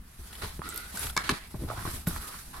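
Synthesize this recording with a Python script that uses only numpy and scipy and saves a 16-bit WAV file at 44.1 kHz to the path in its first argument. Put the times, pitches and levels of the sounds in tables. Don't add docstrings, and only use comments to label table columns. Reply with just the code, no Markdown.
import sys
import numpy as np
from scipy import signal
from scipy.fft import rfft, irfft
from scipy.io import wavfile
from scipy.ndimage import uniform_filter1d

SR = 44100
rng = np.random.default_rng(int(sys.argv[2]) if len(sys.argv) > 2 else 0)


def digitize_waveform(pressure):
    field = np.atleast_2d(pressure).T
    bounded = np.clip(field, -1, 1)
    quanta = np.round(bounded * 32767).astype(np.int16)
    wavfile.write(sys.argv[1], SR, quanta)


def convert_level_to_amplitude(level_db):
    exponent = np.asarray(level_db, float) / 20
    return 10 ** exponent


N = 114660
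T = np.arange(N) / SR


def evened(x):
    return x / np.sqrt(np.mean(x ** 2) + 1e-20)


def peaked(x):
    return x / abs(x).max(1).mean()


def read(points, hz):
    f, value = np.transpose(points)
    return np.interp(np.log(hz + 1), np.log(f + 1), value)


def sides(pan_db):
    return convert_level_to_amplitude([[pan_db / 2], [-pan_db / 2]])


def add(mix, start, sound, pan_db=0):
    part = mix[:, round(start * SR):][:, :sound.shape[-1]]
    part += (sound * sides(pan_db))[:, :part.shape[1]]


def resonate(x, hz, width_hz):
    turn = np.exp(2j * np.pi * np.cumsum(hz * np.ones(x.shape[-1])) / SR)
    r = np.exp(-np.pi * width_hz / SR)
    return 2 * (turn * signal.lfilter([1 - r], [1, -r], x / turn)).real


def pair(colour, grain=1., patchy_db=0.):
    # pitch in Hz, likeness from 0 to 1.
    likeness = [(100, 1), (250, 0.87), (600, 0.022), (1300, 0.31), (4000, 0.011)]
    noise = rng.standard_normal((2, N)) * grain
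    hz, _, z = signal.stft(noise, SR, nperseg=1024, noverlap=768)
    same = np.clip(read(likeness, hz), 0, 1)[:, None]
    patches = rng.standard_normal(z.shape[1:])
    patches = evened(uniform_filter1d(uniform_filter1d(patches, 14, 0), 6, 1))
    z = np.array([z[0], same * z[0] + np.sqrt(1 - same ** 2) * z[1]])
    z = z * convert_level_to_amplitude(read(colour, hz)[:, None] + patchy_db * patches)
    return evened(signal.istft(z, SR, nperseg=1024, noverlap=768)[1][:, :N])


def flicker(seconds, db):
    width = max(int(seconds * SR), 1)
    wobble = uniform_filter1d(uniform_filter1d(rng.standard_normal(N), width), width)
    return convert_level_to_amplitude(db * evened(wobble))


def ring(hz, t60, rise_s=0.00036):
    t = np.arange(int(t60 * SR) + 9) / SR
    return np.minimum(t / rise_s, 1) * convert_level_to_amplitude(-60 * t / t60) * np.sin(2 * np.pi * hz * t)


def rattle(length, same=0.8):
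    fade = np.exp(-(np.arange(500) / SR / length) ** 3)
    a, b = rng.standard_normal((2, 500)) * fade
    return np.array([a, same * a + np.sqrt(1 - same ** 2) * b])


def fur():
    # time in seconds, level in dB.
    brushing = [(0, -66.5), (.2, -54), (.45, -46), (.62, -56), (.78, -47.5), (0.879, -52), (1.002, -35.5),
                (1.078, -38.5), (1.14, -53), (1.3, -56.5), (1.551, -54), (1.78, -50), (1.947, -39.5),
                (2.005, -49.5), (2.06, -50.5), (2.075, -42), (2.33, -44.5), (2.6, -51.5)]
    # pitch in Hz, level in dB.
    fur_colour = [(300, -3.5), (1500, -1), (3000, -5.5), (4500, -3), (6500, -6.5), (9000, -3), (12000, -3),
                  (16000, -19)]
    s, db = np.transpose(brushing)
    grain = flicker(0.018, 1.47) * flicker(0.0093, 1.07)
    return pair(fur_colour, grain, patchy_db=1.6) * convert_level_to_amplitude(np.interp(T, s, db)) * sides(-2)


def bed():
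    # time in seconds, level in dB.
    shifting = [(0, -44), (.1, -54.5), (.17, -51), (0.211, -44.5), (.26, -50), (.5, -45), (.7, -47),
                (.9, -50.5), (1.08, -43), (1.4, -52.5), (1.65, -44), (1.95, -41), (2.04, -45.5),
                (2.15, -36), (2.26, -52.5), (2.6, -46)]
    # pitch in Hz, level in dB.
    bed_colour = [(22, -49), (36, -6), (56, 7.5), (90, -18), (200, -16.5), (500, -48)]
    s, db = np.transpose(shifting)
    return pair(bed_colour) * convert_level_to_amplitude(-0.5 + np.interp(T, s, db))


def thumps():
    # start in seconds, peak in dB, pitch in Hz, 60 dB fade in seconds.
    panel_hits = [(0.191, -44, 71, 0.21), (0.504, -39, 89, 0.036), (0.435, -31, 96, 0.1),
                  (.592, -29.5, 160, 0.039), (1.294, -30, 404, 0.12), (0.94, -33, 193, 0.049),
                  (1.047, -38, 114.5, 0.15), (1.169, -40, 183.5, 0.17), (1.295, -24, 253, 0.089),
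                  (1.308, -29, 183, 0.092), (1.3214, -19, 142, 0.034), (1.542, -25.5, 200, 0.025),
                  (1.552, -28.5, 113.6, 0.088), (1.593, -32.5, 60, 0.12), (1.619, -29, 132, 0.097),
                  (1.634, -32, 266, 0.11), (1.646, -30.5, 81, 0.16), (1.681, -36.5, 111.2, 0.31),
                  (1.774, -35.5, 104.7, 0.27), (1.852, -28, 137, 0.044), (1.875, -26.5, 98, 0.077),
                  (1.937, -36, 76, 0.23), (2.072, -19.5, 170.3, 0.097), (2.122, -40.5, 123, 0.13),
                  (2.163, -37, 71.4, 0.19)]
    scuff_db, scuff_hz = -10, 326
    out = np.zeros((2, N))
    for start, db, hz, t60 in panel_hits:
        add(out, start, -convert_level_to_amplitude(db + 0.5) * ring(hz, t60, 0.0025))
        rub = rattle(1, same=0.88).repeat(8, axis=1)
        rub = resonate(rub, scuff_hz / 2, scuff_hz)
        rub = evened(resonate(rub, scuff_hz / 2, scuff_hz * 2))
        fade_db = -60 * np.arange(4000) / SR / (t60 + 0.021)
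        add(out, start, convert_level_to_amplitude(db + scuff_db + fade_db) * rub)
    return out


def drags():
    # start in seconds, length in seconds, level in dB,
    # hollow pitch in Hz, wide scratch in dB beside the hollow.
    slides = [(0.269, 0.27, -64.5, 1380, 11), (0.415, 0.05, -48, 990, 9.5), (0.438, 0.12, -60, 900, 11.5),
              (0.609, 0.32, -45.5, 1378, 0.5), (0.96, 0.12, -54.5, 1460, 1.5),
              (1.185, 0.051, -41.5, 1290, 2), (1.232, 0.072, -52.5, 1500, 15.5),
              (1.293, 0.034, -52, 1730, 22), (1.325, 0.07, -52, 1600, 13), (1.37, 0.12, -59.5, 2110, 10),
              (1.673, 0.13, -46.5, 890, -0.5), (1.762, 0.088, -44, 1150, -2.5),
              (1.843, 0.078, -47, 1180, 4.5), (1.917, 0.08, -76.5, 1500, -1), (.64, 0.079, -51, 300, -11),
              (0.723, 0.1, -54.5, 410, -24), (2.477, 0.15, -59, 250, -29), (1.606, 0.061, -48, 347, -21),
              (0.42, 0.058, -51.5, 396, -20), (2.063, 0.066, -64, 1390, 16.5),
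              (2.112, 0.16, -51.5, 1330, -1), (2.222, 0.19, -49, 1240, -3.5),
              (2.528, 0.094, -47.5, 1050, -2)]
    # pitch in Hz, level in dB.
    scratch_colour = [(350, -3), (750, -2), (2000, 0), (2900, -4.5), (4000, -1.5), (6500, -12),
                      (10000, -10.5), (16000, -28)]
    grit_per_s, grit_db, glide_share = 1500, 1.5, 0.13
    upper_ratio, upper_db = 1.44, -11
    slips = rng.random(N) < grit_per_s / SR
    grit = 0.4 + slips * convert_level_to_amplitude(grit_db * np.minimum(rng.exponential(1, N), 3))
    scratch = pair(scratch_colour, grit * flicker(0.005, 0.62), patchy_db=1.5)
    out = np.zeros((2, N))
    for start, length, db, hz, wide_db in slides:
        part = scratch[:, round(start * SR):][:, :round(length * SR)]
        u = np.arange(part.shape[1]) / (length * SR)
        width = hz / (1.5 + 60 * length ** 2)
        glide = hz * (1 + glide_share * (u - 0.5))
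        hollow, upper = (evened(resonate(resonate(part, f, width), f, 2 * width))
                         for f in (glide, upper_ratio * glide))
        shape = np.minimum(u / 0.15, 1) * np.minimum((1 - u) / 0.29, 1) * convert_level_to_amplitude(db - 4.5 * u)
        sound = hollow + convert_level_to_amplitude(upper_db) * upper + convert_level_to_amplitude(wide_db) * part
        add(out, start, shape * sound, -1.5 - 1.4 * start)
    return out


def snags():
    # start in seconds, peak in dB, pitch in Hz,
    # length in seconds, left over right in dB.
    catches = [(.328, -36, 3300, 0.0032, 4), (.329, -41, 1410, 0.005, -2), (.353, -34, 3300, 0.0019, 3),
               (0.6897, -26.5, 8000, 0.0011, -11), (0.6905, -29, 12000, 0.001, -10),
               (.692, -37.5, 7800, .014, -3), (.7, -37, 8000, .002, -7), (.724, -39, 8900, 0.0046, 4),
               (.7428, -32, 12000, .002, -5), (0.743, -39, 8800, .002, 0),
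               (0.758, -33.5, 12000, 0.0045, -14), (.761, -35.5, 12000, 0.0043, -7.5),
               (0.772, -33, 8100, 0.0036, -8), (.775, -31, 11900, 0.0043, -6),
               (0.7761, -28.5, 9250, 0.0019, 5), (.7758, -32, 14000, .002, -2),
               (.776, -28.5, 4830, 0.0023, -5), (0.79, -46, 4000, .002, 2), (0.94, -51, 11800, 0.0037, 4),
               (0.971, -28, 7900, 0.0049, 3), (0.973, -33, 4500, 0.0026, 1.5), (.993, -31, 10300, .003, 13),
               (1.068, -30.5, 3750, 0.0024, 7), (1.097, -32.5, 3700, 0.0037, 10),
               (2.069, -34, 3860, 0.0034, -4), (2.0702, -31, 8050, .003, 2),
               (2.0704, -27, 12200, 0.012, -7), (2.081, -30, 9960, 0.0069, -2)]
    width_hz, wide_db = 1200, -8
    out = np.zeros((2, N))
    for start, db, hz, length, pan_db in catches:
        t = np.arange(2000) / SR / length
        noise = np.hstack([rattle(1) for _ in range(4)])
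        tone = evened(resonate(resonate(noise, hz, width_hz), hz, 2 * width_hz))
        wide = evened(resonate(resonate(noise, 6900, 4300), 10000, 9000))
        tick = (tone + convert_level_to_amplitude(wide_db) * wide) * t * np.exp(-2 * t)
        add(out, start, convert_level_to_amplitude(db + 5.5) * tick, pan_db)
    return out


def knocks():
    # start in seconds, peak in dB, contact time in milliseconds.
    claw_tips = [
        (.4243, -30, .1),
        (.5935, -31, .16),
        (.6183, -31, .13),
        (1.0455, -33, .2),
        (1.2929, -9.5, .07),
        (1.2936, -11, .07),
        (1.543, -37, .2),
        (2.0703, -26, .08),
        (2.1695, -34, .07),
    ]
    out = np.zeros((2, N))
    for start, db, contact_ms in claw_tips:
        u = T[:400] * 1000 / contact_ms - 2
        push = np.exp(-u ** 2)
        swing_back = 0.4 * np.exp(-((u - 3.2) / 2.2) ** 2)
        add(out, start, -convert_level_to_amplitude(db) * (push - swing_back)[None])
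    return out


def taps():
    # start in seconds, peak in dB, ring pitch in Hz.
    wall_taps = [(0.593, -41, 620), (0.6172, -29.5, 1260), (0.676, -32.5, 1330), (0.724, -39, 1330),
                 (0.971, -30.5, 1520), (1.069, -32, 1400), (1.098, -36, 1410), (1.545, -39.5, 1040),
                 (1.638, -37, 405), (1.677, -46, 1170), (1.687, -35, 1320), (1.6996, -26.5, 1280),
                 (1.701, -27.5, 574), (1.71, -30.5, 1350), (1.715, -29.5, 636), (1.733, -34, 635),
                 (1.775, -34.5, 1210), (1.779, -37, 1310), (1.81, -54, 1010), (1.852, -28.5, 1130),
                 (1.864, -32.5, 970), (1.874, -35, 1500), (1.887, -42, 1100), (2.0705, -31, 1480),
                 (2.109, -36, 1260), (2.1613, -28, 1310), (2.342, -40, 1160)]
    out = np.zeros((2, N))
    for start, db, hz in wall_taps:
        note = ring(hz, 0.013, rise_s=0.00064)
        add(out, start, convert_level_to_amplitude(db) * peaked(signal.fftconvolve(rattle(0.003), note[None])), -4)
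    return out


def slaps():
    # start in seconds, peak in dB, rattle length in seconds.
    hard_slaps = [
        (1.1643, -16, 0.0061),
        (1.1728, -22, 0.0035),
        (1.1745, -12.5, 0.0043),
        (1.2915, -17, 0.0028),
        (1.295, -16, 0.0011),
    ]
    # pitch in Hz, level in dB.
    wall_notes = [(620, -13.5), (1200, 0.5), (1680, -0.5), (2150, 2), (2700, -7.5)]
    crack_db, crack_hz, crack_width_hz = 6, 4500, 3600
    out = np.zeros((2, N))
    for start, db, length in hard_slaps:
        drive = rattle(length) * np.minimum(T[:500] / (0.31 * length), 1)
        wall = np.zeros((2, 4000))
        smooth = signal.lfilter([1, 2, 1], [1], drive)
        add(wall, 0, convert_level_to_amplitude(crack_db) * peaked(resonate(smooth, crack_hz, crack_width_hz)))
        for hz, note_db in wall_notes:
            note = ring(hz * rng.uniform(1.0, 1.04), 0.03 * 1200 / (hz + 600))
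            add(wall, 0, convert_level_to_amplitude(note_db) * peaked(signal.fftconvolve(drive, note[None])))
        add(out, start, convert_level_to_amplitude(db) * peaked(wall), -1)
    return out


def echo(x):
    t = np.arange(12000) / SR
    tail = rng.standard_normal((2, 12000)) * convert_level_to_amplitude(-60 * t / 0.14) * (t > 0.002)
    tail = signal.lfilter([0.5], [1, -0.5], tail)
    tail = signal.lfilter([1, -1], [1, -0.93], tail)
    return signal.fftconvolve(x.mean(0)[None], tail / np.linalg.norm(tail[0]), axes=1)[:, :N]


def room():
    # pitch in Hz, level in dB per Hz.
    room_colour = [(60, 2), (200, -5), (600, -12), (1300, -12), (3000, -18.5), (7000, -35), (16000, -70)]
    return convert_level_to_amplitude(-60) * pair(room_colour, patchy_db=1.5)


def scene():
    near = thumps() + drags() + snags() + knocks() + taps() + slaps()
    return near + convert_level_to_amplitude(-11) * echo(near) + fur() + bed() + room()


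def band_limit(x):
    return signal.sosfilt(signal.butter(12, 16460, fs=SR, output="sos"), x)


def record(dry):
    # pitch in Hz, width in Hz, level in dB.
    cancelled = [(543, 58, -4), (6280, 930, -0.5)]
    port_hz, port_width_hz, port_db = (10500, 11600), (1080, 540), (2.5, -6.5)
    ports = np.array([x + convert_level_to_amplitude(db) * resonate(x, hz, width)
                      for x, hz, width, db in zip(dry, port_hz, port_width_hz, port_db)])
    f = np.fft.rfftfreq(N, 1 / SR)
    tilt = -10 / (1 + (12000 / (f + 1)) ** 12)
    dips = convert_level_to_amplitude(sum(db * np.exp(-((f - hz) / width) ** 2) for hz, width, db in cancelled))
    edge = np.clip((15950 - f) / 150 + 0.5, 0.01, 1)
    gain = edge * dips * convert_level_to_amplitude(np.array([tilt / 2, -tilt / 2]))
    return band_limit(irfft(rfft(ports) * gain, N))


dry = scene()
out = record(dry)
digitize_waveform(out)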